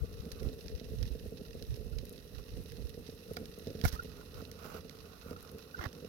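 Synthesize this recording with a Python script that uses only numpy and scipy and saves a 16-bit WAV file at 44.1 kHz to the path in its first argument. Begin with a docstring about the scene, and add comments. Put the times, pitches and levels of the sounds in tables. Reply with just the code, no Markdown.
"""A twig fire burns inside a metal chimney kettle outdoors, heard from just above it.
Flame puffs strike resonant air modes of the flue; the twigs sizzle in filtered noise and crack in clicks.
Snaps also ring modes of the kettle wall; the warming metal gives a few short pips, nearly pure tones.
A waning breeze rumbles at two microphone ports; fingers rub, scuff and knock the hand-held casing."""
import sys
import numpy as np
from scipy import signal
from scipy.fft import rfft, irfft
from scipy.io import wavfile
from scipy.ndimage import uniform_filter1d

SR = 44100
rng = np.random.default_rng(int(sys.argv[2]) if len(sys.argv) > 2 else 0)


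def generate_wav(sig):
    """Save sig (samples, or channels by samples) to the path in sys.argv[1] as 16-bit PCM at SR."""
    pcm = np.round(np.clip(np.atleast_2d(sig).T, -1, 1) * 32767).astype(np.int16)
    wavfile.write(sys.argv[1], SR, pcm)


N = 268304
TIME = np.arange(N) / SR
PORT_LAG_S = .00031  # extra travel from kettle to right port


def flame(flutter_db=-1.0, puff_db=1.5, left_db=-1.03, right_db=2.5, soft_hz=900,
          lead_s=0.0015, puff_ring=1.16, puff_tilt=0.28):
    """Gas puffs ring the air column of the flue; large ones ring longer and favour its upper modes."""
    # large puffs: t/s, level/dB
    puff_rows = [(0.042, -38), (0.265, -40), (0.645, -41.5), (0.7, -42.5), (0.813, -38.5), (0.918, -41),
                 (1.151, -38), (1.259, -37.5), (1.323, -38.5), (1.412, -38.5), (1.55, -38), (1.618, -37.5),
                 (1.81, -39), (2.121, -43.5), (2.975, -36.5), (3.09, -37.5), (3.313, -35), (3.367, -39.5),
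                 (3.578, -40), (3.67, -32.5), (3.751, -35.5), (3.804, -41), (3.935, -41.5), (4.047, -40),
                 (4.423, -37), (4.652, -42.5), (4.748, -37), (4.85, -40), (5.259, -41.5), (5.311, -35.5),
                 (5.546, -40.5), (5.777, -42.5), (6.047, -38.5)]
    # air modes of the flue: f/Hz, level/dB, t60/s for small puffs, lag at the right port/ms
    flue_modes = [(86.3, -11, 0.056, 0.5), (172, -7, 0.022, 0.13), (236.6, -7, 0.019, 0.29),
                  (448.2, -3.5, 0.019, 0.29), (641, -21.5, 0.022, 0.0037)]
    # flame strength beneath the flare-ups, sinking and recovering: t/s, level/dB
    flame_bed = [(0, -51.5), (1.0, -48), (1.9, -50.5), (2.4, -52), (4.7, -51.5), (5.15, -54.5),
                 (5.7, -53.5), (6.08, -48)]
    # brief flare-ups: crest t/s, level/dB
    flare_rows = [(0.27, -45.5), (0.429, -41.5), (0.49, -48.5), (2.57, -46), (2.8, -49), (3.39, -44),
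                  (3.69, -44.5), (3.841, -43.5), (4.76, -50.5), (5.31, -45), (5.55, -51.5), (5.87, -59)]
    rise_s, fall_s = 0.023, 0.039

    flares = (from_db(db) * swell(crest_s, rise_s, fall_s) for crest_s, db in flare_rows)
    strength = together(gains(flame_bed)[0], flares)
    small = grains(per_s=400, spread_db=2.0) * strength

    puff_s, level_db = np.transpose(puff_rows)
    main_hz = max(flue_modes, key=lambda mode: mode[1])[0]
    flutter, puffs = np.zeros((2, N)), np.zeros((2, N))
    for hz, mode_db, t60_s, lag_ms in flue_modes:
        lag_s = lag_ms / 1000
        # each puff strikes each mode with its own strength and sign
        uneven_small = small * (1 + 0.42 * rng.standard_normal(N))
        flutter_tone = from_db(mode_db) * air_mode(uneven_small, hz, t60_s)
        flutter += [flutter_tone, delayed(flutter_tone, lag_s)]

        signs = rng.choice([-1, 1], len(puff_s))
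        sizes = from_db(level_db + rng.normal(0, 1.0, len(puff_s))) * signs
        large = clicks(puff_s - lead_s, sizes * (hz / main_hz) ** puff_tilt)
        puff_tone = from_db(mode_db) * air_mode(large, hz, t60_s * puff_ring)
        puffs += [puff_tone, delayed(puff_tone, lag_s)]

    flutter = rms_one(flutter) * np.sqrt(np.mean(strength ** 2))
    mix = from_db(flutter_db) * flutter + from_db(puff_db) * puffs
    return cut(mix, soft_hz, "low") * from_db([[left_db], [right_db]])


def sizzle(crackle_db=4.0, hiss_db=1.0, low_hz=700, tick_top_hz=9000, swell_hz=220):
    """Sap bursts from twigs in clumps of tiny spits over a hiss; chimney and door each let out their own."""
    # colour: f/Hz, left level/dB, right level/dB
    colour = [(895, -9, -5.5), (1275, -13.5, -13.5), (1902, -12, 0), (2276, -13, -12), (2613, -15, 3.5),
              (3245, -20.6, -5), (3930, -15, 3.5), (4500, -18, -1), (5720, -11.5, 0), (7200, -16.5, -16),
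              (8380, -13, -22), (10350, -5, -11), (11800, -2.5, -4), (16300, -11.5, -13)]
    # sizzle strength: t/s, level/dB
    sap = [(0, -64), (0.45, -63), (2.4, -63.5), (2.75, -62.5), (3.95, -61.7), (4.8, -65.5), (6.08, -64.5)]

    def spits():
        """Noise bursts with a smoothed onset and an exponential decay of energy."""
        clumped_per_s = 200 * from_db(3.2 * drift(5.3))
        ticks = grains(clumped_per_s, spread_db=4.5, limit=3.42)
        decay = np.exp(-1 / (0.002 * SR))
        energy = signal.lfilter([1], [1, -decay], ticks ** 2 + 1e-12)
        return np.sqrt(np.abs(cut(energy, swell_hz, "low"))) * rng.standard_normal(N)

    crackle = rms_one(np.array([spits(), spits()]))
    hiss = rng.standard_normal((2, N)) * from_db(1.0 * drift(24))
    mix = from_db(crackle_db) * cut(crackle, tick_top_hz, "low") + from_db(hiss_db) * hiss
    return gains(sap)[0] * cut(through(mix, response(colour)), low_hz, "high")


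def cracks(crack_db=4.5, spike_db=3.0, low_hz=1500, door_left_db=-30.0, chimney_right_db=-6.0):
    """Wood fibres break: a spike and its scatter leave by the chimney and by the fire door."""
    # cracks: t/s, chimney level/dB, fire-door level/dB
    crack_rows = [(0.128, -55, -62), (0.254, -59, -51.0), (0.317, -46, -38), (0.321, -44.5, -44),
                  (0.4308, -50.5, -47.5), (0.682, -76, -44), (0.798, -66, -45.5), (1.028, -50, -39.5),
                  (1.6247, -51, -43), (1.7646, -53, -51), (1.9861, -56, -43.5), (2.053, -47, -52),
                  (2.0937, -44, -64), (2.1267, -49.5, -70), (2.637, -52, -73), (2.7198, -52.0, -45.5),
                  (2.893, -49, -56), (3.335, -48, -49), (3.368, -44, -35.5), (3.456, -69, -46),
                  (3.5874, -47.5, -63), (3.6716, -61, -44), (3.8135, -52, -38.5), (3.8392, -47, -35.5),
                  (3.852, -38, -39), (4.0336, -46.5, -50.5), (4.5146, -48, -43), (4.8952, -57, -42.5),
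                  (5.3084, -55, -48), (5.4068, -55, -49), (5.4274, -48, -72), (5.5155, -49.5, -64),
                  (5.5842, -51, -52), (5.929, -59, -48)]
    # colour: f/Hz, chimney level/dB, fire-door level/dB
    crack_colour = [(985, -45, -27), (1690, -5, 8), (2660, -32, 1.5), (4050, -7, 8), (5580, -3, 7.5),
                    (8250, -4.5, -13), (11600, 8, -20), (15700, -3, -4.5)]

    s, chimney_db, door_db = np.transpose(crack_rows)
    hits = np.array([clicks(s, from_db(chimney_db)), clicks(s, from_db(door_db))])
    colour = response(crack_colour)
    colour = colour / np.linalg.norm(colour, axis=1, keepdims=True)
    burst = from_db(spike_db) * hits + scatter(hits, t60_s=.013, tail_db=-19, tail_t60_s=.07)
    chimney, door = from_db(crack_db) * cut(through(burst, colour), low_hz, "high")
    left = chimney + from_db(door_left_db) * delayed(door, PORT_LAG_S)
    right = door + from_db(chimney_right_db) * delayed(chimney, PORT_LAG_S)
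    return np.array([left, right])


def snaps(wall_db=-3.5, edge_db=2.0, settle=0.071, shatter=0.45):
    """A twig splits and strikes the kettle wall; splinters keep it ringing briefly."""
    # big snaps: t/s, level/dB
    snap_rows = [(1.03, -52), (3.369, -29.5), (3.8515, -24), (3.8529, -25)]
    # kettle wall modes, damped by the water: f/Hz, level/dB, t60/s
    wall_modes = [(730, -1, .02), (1160, -11, .014), (1420, 1, .02), (1770, -4, .014), (2230, -3, .016),
                  (2650, -12, .012)]

    s, db = np.transpose(snap_rows)
    hits = clicks(s, from_db(db))
    splinters = scatter(hits, t60_s=0.018, tail_db=-21.5, tail_t60_s=0.34)
    drive = hits + settle * splinters
    wall = np.zeros((2, N))
    for k, (hz, mode_db, t60_s) in enumerate(wall_modes):
        wall += (-1) ** k * from_db(mode_db) * ring(drive, hz, t60_s)
    edge = hits + shatter * scatter(hits, t60_s=0.0039, tail_db=-49, tail_t60_s=0.23)
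    left, right = from_db(wall_db) * wall * from_db([[-9], [0]]) + from_db(edge_db) * edge
    return np.array([left, delayed(right, PORT_LAG_S)])


def pips(echo_db=-17, late_db=-26, left_db=-5, width_s=.003):
    """Warming metal gives sines under short Gaussian envelopes, with two echoes off the walls."""
    # pips: crest t/s, f/Hz, level/dB
    pip_rows = [(1.455, 1380, -54), (1.932, 1410, -52), (3.306, 1290, -53), (3.964, 1270, -40.5),
                (3.9973, 1420, -28.5), (5.365, 1330, -42), (5.748, 1490, -32.5), (5.795, 1400, -33.5)]

    out = np.zeros(N)
    for s, hz, db in pip_rows:
        near = np.abs(TIME - s) < .05
        t = TIME[near] - s
        envelope = np.exp(-.5 * (t / width_s) ** 2)
        out[near] += from_db(db) * envelope * np.sin(2 * np.pi * hz * t)
    early, late = delayed(out, .012), delayed(out, .021)
    echoes = from_db(echo_db) * early + from_db(late_db) * late
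    return np.array([from_db(left_db) * out, delayed(out, PORT_LAG_S)]) + echoes


def breeze(wind_db=-0.5, lump_db=5.0):
    """Eddies press on each port separately, in lumps; gusts swell and fade over a waning breeze."""
    # breeze beneath the gusts, slowly changing: t/s, left level/dB, right level/dB
    breeze_bed = [(0, -45, -52), (0.6, -51, -56.5), (1.4, -54, -51), (2.2, -65, -50), (3.4, -58, -58),
                  (4.3, -57, -51.5), (6.08, -68, -65)]
    # rumble colour: f/Hz, level/dB
    rumble = [(15, -1), (30, -7), (50, 5.5), (80, -4.5), (120, -6.5), (200, -25), (500, -60.5)]
    # gusts on the ports: crest t/s, length/s, left level/dB, right level/dB
    gust_rows = [(0.01, 0.049, -29, -39.5), (0.177, .12, -40.5, -53), (0.475, 0.067, -54, -34.5),
                 (0.75, 0.039, -38, -50), (1.033, 0.15, -48, -35), (1.122, 0.097, -55, -35.5),
                 (1.262, 0.089, -42.5, -47), (1.524, .07, -47, -47), (1.63, 0.033, -54, -33.5),
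                 (1.716, 0.051, -43, -31.5), (1.837, 0.078, -65, -37), (1.948, .08, -64, -36),
                 (2.07, 0.085, -53, -42.5), (2.375, 0.086, -65, -37.5), (2.55, 0.094, -50, -41),
                 (2.83, .05, -49, -40)]

    eddies = through(rng.standard_normal((2, N)), response(rumble, size=8192))
    # even out the running level before the lumps set it
    eddies = eddies / np.sqrt(uniform_filter1d(eddies ** 2, size=3500) + 1e-9)
    lumps = from_db(lump_db * np.array([drift(18), drift(8)]))
    gusts = (from_db([[left_db], [right_db]]) * swell(s, length_s / 2, length_s / 2)
             for s, length_s, left_db, right_db in gust_rows)
    return from_db(wind_db) * together(gains(breeze_bed), gusts) * lumps * eddies


def rubbing(rub_db=-1.0, hollow_db=-7.5, hollow_hz=1330, low_hz=550):
    """Fingers stroke and grip the casing: rough friction noise plus a hollow cavity resonance."""
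    # colour: f/Hz, left level/dB, right level/dB
    rub_colour = [(670, -6.5, -1.5), (965, -16, -8), (1120, -12.5, -1.5), (1470, -16.5, -1.5),
                  (1660, -19, -18.5), (2750, -27, -13), (3360, -33, -20.5), (4370, -27, -18.5),
                  (6300, -27, -20.5), (8340, -32, -31), (12300, -23, -19.5), (15500, -29, -21.5)]
    # light finger strokes: crest t/s, swell time/s, level/dB
    stroke_rows = [(0.48, .2, -61), (2.39, 0.03, -62), (4.21, 0.067, -59.5), (4.411, 0.042, -52),
                   (4.66, .03, -54), (4.773, 0.11, -48.5), (5.17, 0.13, -59), (5.33, 0.091, -56.5),
                   (5.49, .07, -59.5), (6.06, 0.11, -80)]
    # faint rub of the grip, fading and returning: t/s, level/dB
    grip = [(0, -65), (1.0, -72.5), (3.0, -70), (4.1, -65), (6.08, -62.5)]
    stop_s = 0.016

    strokes = (from_db(db) * swell(s, rise_s, stop_s) for s, rise_s, db in stroke_rows)
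    sliding = together(gains(grip)[0], strokes)
    # the cavity at the right port colours the swish
    hollow = rms_one(air_mode(rng.standard_normal(N), hollow_hz, t60_s=0.007)) * from_db([[-17], [0]])
    return sliding * (from_db(rub_db) * friction(rub_colour, low_hz) + from_db(hollow_db) * hollow)


def scuffs(scuff_db=-1.5, low_hz=250, treble_hz=2800):
    """Hard scrapes on the casing: short bursts of friction, each with its own share of treble."""
    # colour: f/Hz, left level/dB, right level/dB
    scuff_colour = [(394, 0, -9), (1000, -13.5, -2.5), (2060, -16, -2), (2220, -28, -13.5),
                    (4000, -23, -10), (5760, -31, -6), (7940, -22, -26.5), (12000, -20, -11.5),
                    (15500, -41, -13.5)]
    # scuffs: start t/s, length/s, level/dB, treble re body/dB
    scuff_rows = [(3.843, 0.016, -39, 1), (3.866, 0.023, -54, 16), (3.927, 0.027, -46.5, 4),
                  (5.784, 0.037, -47, -8), (5.819, 0.011, -38.5, -14), (5.84, 0.0033, -35.5, -15),
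                  (5.856, 0.0054, -37, -12)]
    attack_s, release_s = 0.0041, .005

    body = cut(friction(scuff_colour, low_hz), treble_hz, "low")
    rasp = cut(friction(scuff_colour, low_hz), treble_hz, "high")
    out = np.zeros((2, N))
    for s, length_s, db, treble_db in scuff_rows:
        envelope = held(s, length_s, attack_s, release_s)
        out += from_db(scuff_db + db) * envelope * (body + from_db(treble_db) * rasp)
    return out


def knocks(knock_db=-4):
    """Dull thuds on the microphone: each bump rings one low damped sine."""
    # knocks: t/s, f/Hz, left level/dB, right level/dB, t60/s
    knock_rows = [(0.744, 59.6, -20.5, -42, 0.075), (1.024, 93, -47, -16.5, 0.11),
                  (1.111, 71, -44, -20, 0.15), (3.8391, 81, -51, -2, 0.019), (3.8522, 103, -19, -2, 0.014),
                  (3.859, 58.3, -9, -42, 0.056), (3.929, 60, -32, -17, 0.088),
                  (5.794, 83, -35, -21.5, 0.044), (5.862, 103, -26.5, -19, 0.044)]

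    out = np.zeros((2, N))
    for s, hz, left_db, right_db, t60_s in knock_rows:
        out -= ring(clicks([s], from_db(knock_db)), hz, t60_s) * from_db([[left_db], [right_db]])
    return out


def friction(spectrum, low_hz, rough_db=3.0):
    """Coloured noise of rms 1 whose level flickers fast, as the skin slips."""
    slips = rng.standard_normal((2, N)) * from_db(rough_db * drift(108))
    return rms_one(cut(through(slips, response(spectrum)), low_hz, "high"))


def air_mode(x, hz, t60_s):
    """A resonance passed twice: it swells, then decays, with steep skirts; a unit click peaks near 1."""
    t = np.arange(SR // 5) / SR
    envelope = t * 1000 ** (-t / t60_s)
    return signal.fftconvolve(x, envelope / envelope.max() * np.sin(2 * np.pi * hz * t))[:N]


def ring(x, hz, t60_s):
    """Two-pole resonator: a unit click starts a damped sine of initial height 1."""
    r, w = 1000 ** (-1 / (t60_s * SR)), 2 * np.pi * hz / SR
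    return signal.lfilter([0, np.sin(w)], [1, -2 * r * np.cos(w), r * r], x + 1e-18)


def scatter(hits, t60_s, tail_db, tail_t60_s):
    """Each hit is a brief noise burst, then a weaker tail of reflections in the metal tube."""
    def dying_energy(seconds):
        """Energy falls 60 dB in the given time."""
        return signal.lfilter([1], [1, -1e-6 ** (1 / (seconds * SR))], hits ** 2 + 1e-18)

    energy = dying_energy(t60_s) + from_db(2 * tail_db) * dying_energy(tail_t60_s)
    return np.sqrt(energy) * rng.standard_normal((2, N))


def grains(per_s, spread_db, limit=5.25):
    """Random clicks of either sign, many small and a few large."""
    excess_db = spread_db * np.minimum(rng.exponential(1, N), limit)
    sizes = from_db(excess_db) * rng.choice([-1, 1], N)
    return sizes * (rng.random(N) < per_s / SR)


def clicks(times_s, sizes):
    """Single-sample clicks at given times."""
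    out = np.zeros(N)
    out[(np.asarray(times_s) * SR).astype(int)] = sizes
    return out


def drift(rate_hz):
    """Slow random curve of rms 1: noise through two equal poles, run at SR/40 and interpolated."""
    r = np.exp(-80 * np.pi * rate_hz / SR)
    noise = rng.standard_normal(N // 40 + 2002)
    slow = signal.lfilter([1], [1, -2 * r, r * r], noise)[2000:]  # drop the run-in
    return np.interp(np.arange(N) / 40, np.arange(len(slow)), rms_one(slow))


def swell(crest_s, rise_s, fall_s):
    """Gaussian rise to 1 at the crest and Gaussian fall."""
    t = TIME - crest_s
    return np.exp(-.5 * (t / np.where(t < 0, rise_s, fall_s)) ** 2)


def held(start_s, length_s, attack_s, release_s):
    """Exponential attack, hold at 1, exponential release."""
    before_s = np.maximum(start_s - TIME, 0)
    after_s = np.maximum(TIME - start_s - length_s, 0)
    return np.exp(-before_s / attack_s - after_s / release_s)


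def together(bed, surges):
    """Independent surges add to a bed in power."""
    return np.sqrt(bed ** 2 + sum(surge ** 2 for surge in surges))


def delayed(x, seconds):
    """The same sound, later."""
    return np.interp(TIME - seconds, TIME, x)


def response(spectrum, size=2048):
    """Minimum-phase impulse responses, one per dB column of a spectrum; mean energy 1."""
    hz, *columns = np.transpose(spectrum)
    log_hz = np.log(np.fft.rfftfreq(size, 1 / SR) + 1)
    magnitude = from_db([np.interp(log_hz, np.log(hz), c) for c in columns])
    cepstrum = irfft(np.log(magnitude))
    # fold the cepstrum to make the response causal
    cepstrum[:, 1:size // 2] *= 2
    cepstrum[:, size // 2 + 1:] = 0
    return rms_one(irfft(np.exp(rfft(cepstrum)))) / np.sqrt(size)


def through(x, impulse):
    """Filter by impulse responses, one per row."""
    return signal.fftconvolve(np.atleast_2d(x), impulse, axes=1)[:, :N]


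def cut(x, hz, kind):
    """Second-order high- or low-pass."""
    return signal.sosfilt(signal.butter(2, hz, kind, fs=SR, output="sos"), x)


def gains(rows):
    """Gain curves from rows of t/s, level/dB, ..."""
    s, *columns = np.transpose(rows)
    return from_db([np.interp(TIME, s, c) for c in columns])


def rms_one(x):
    """Scale to rms 1."""
    return x / np.sqrt(np.mean(x ** 2) + 1e-20)


def from_db(db):
    """Decibels to gain."""
    return 10 ** (np.asarray(db) / 20)


def scene():
    """Fire and kettle, with wind and fingers at the microphone."""
    fire = flame() + sizzle() + cracks() + snaps()
    handling = rubbing() + scuffs() + knocks()
    return fire + pips() + breeze() + handling


def record(dry):
    """Cut the deepest bass gently and the top steeply."""
    low_pass = signal.ellip(10, .1, 80, 16000, fs=SR, output="sos")
    return signal.sosfilt(low_pass, cut(dry, 38, "high"))


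dry = scene()
out = record(dry)
generate_wav(out)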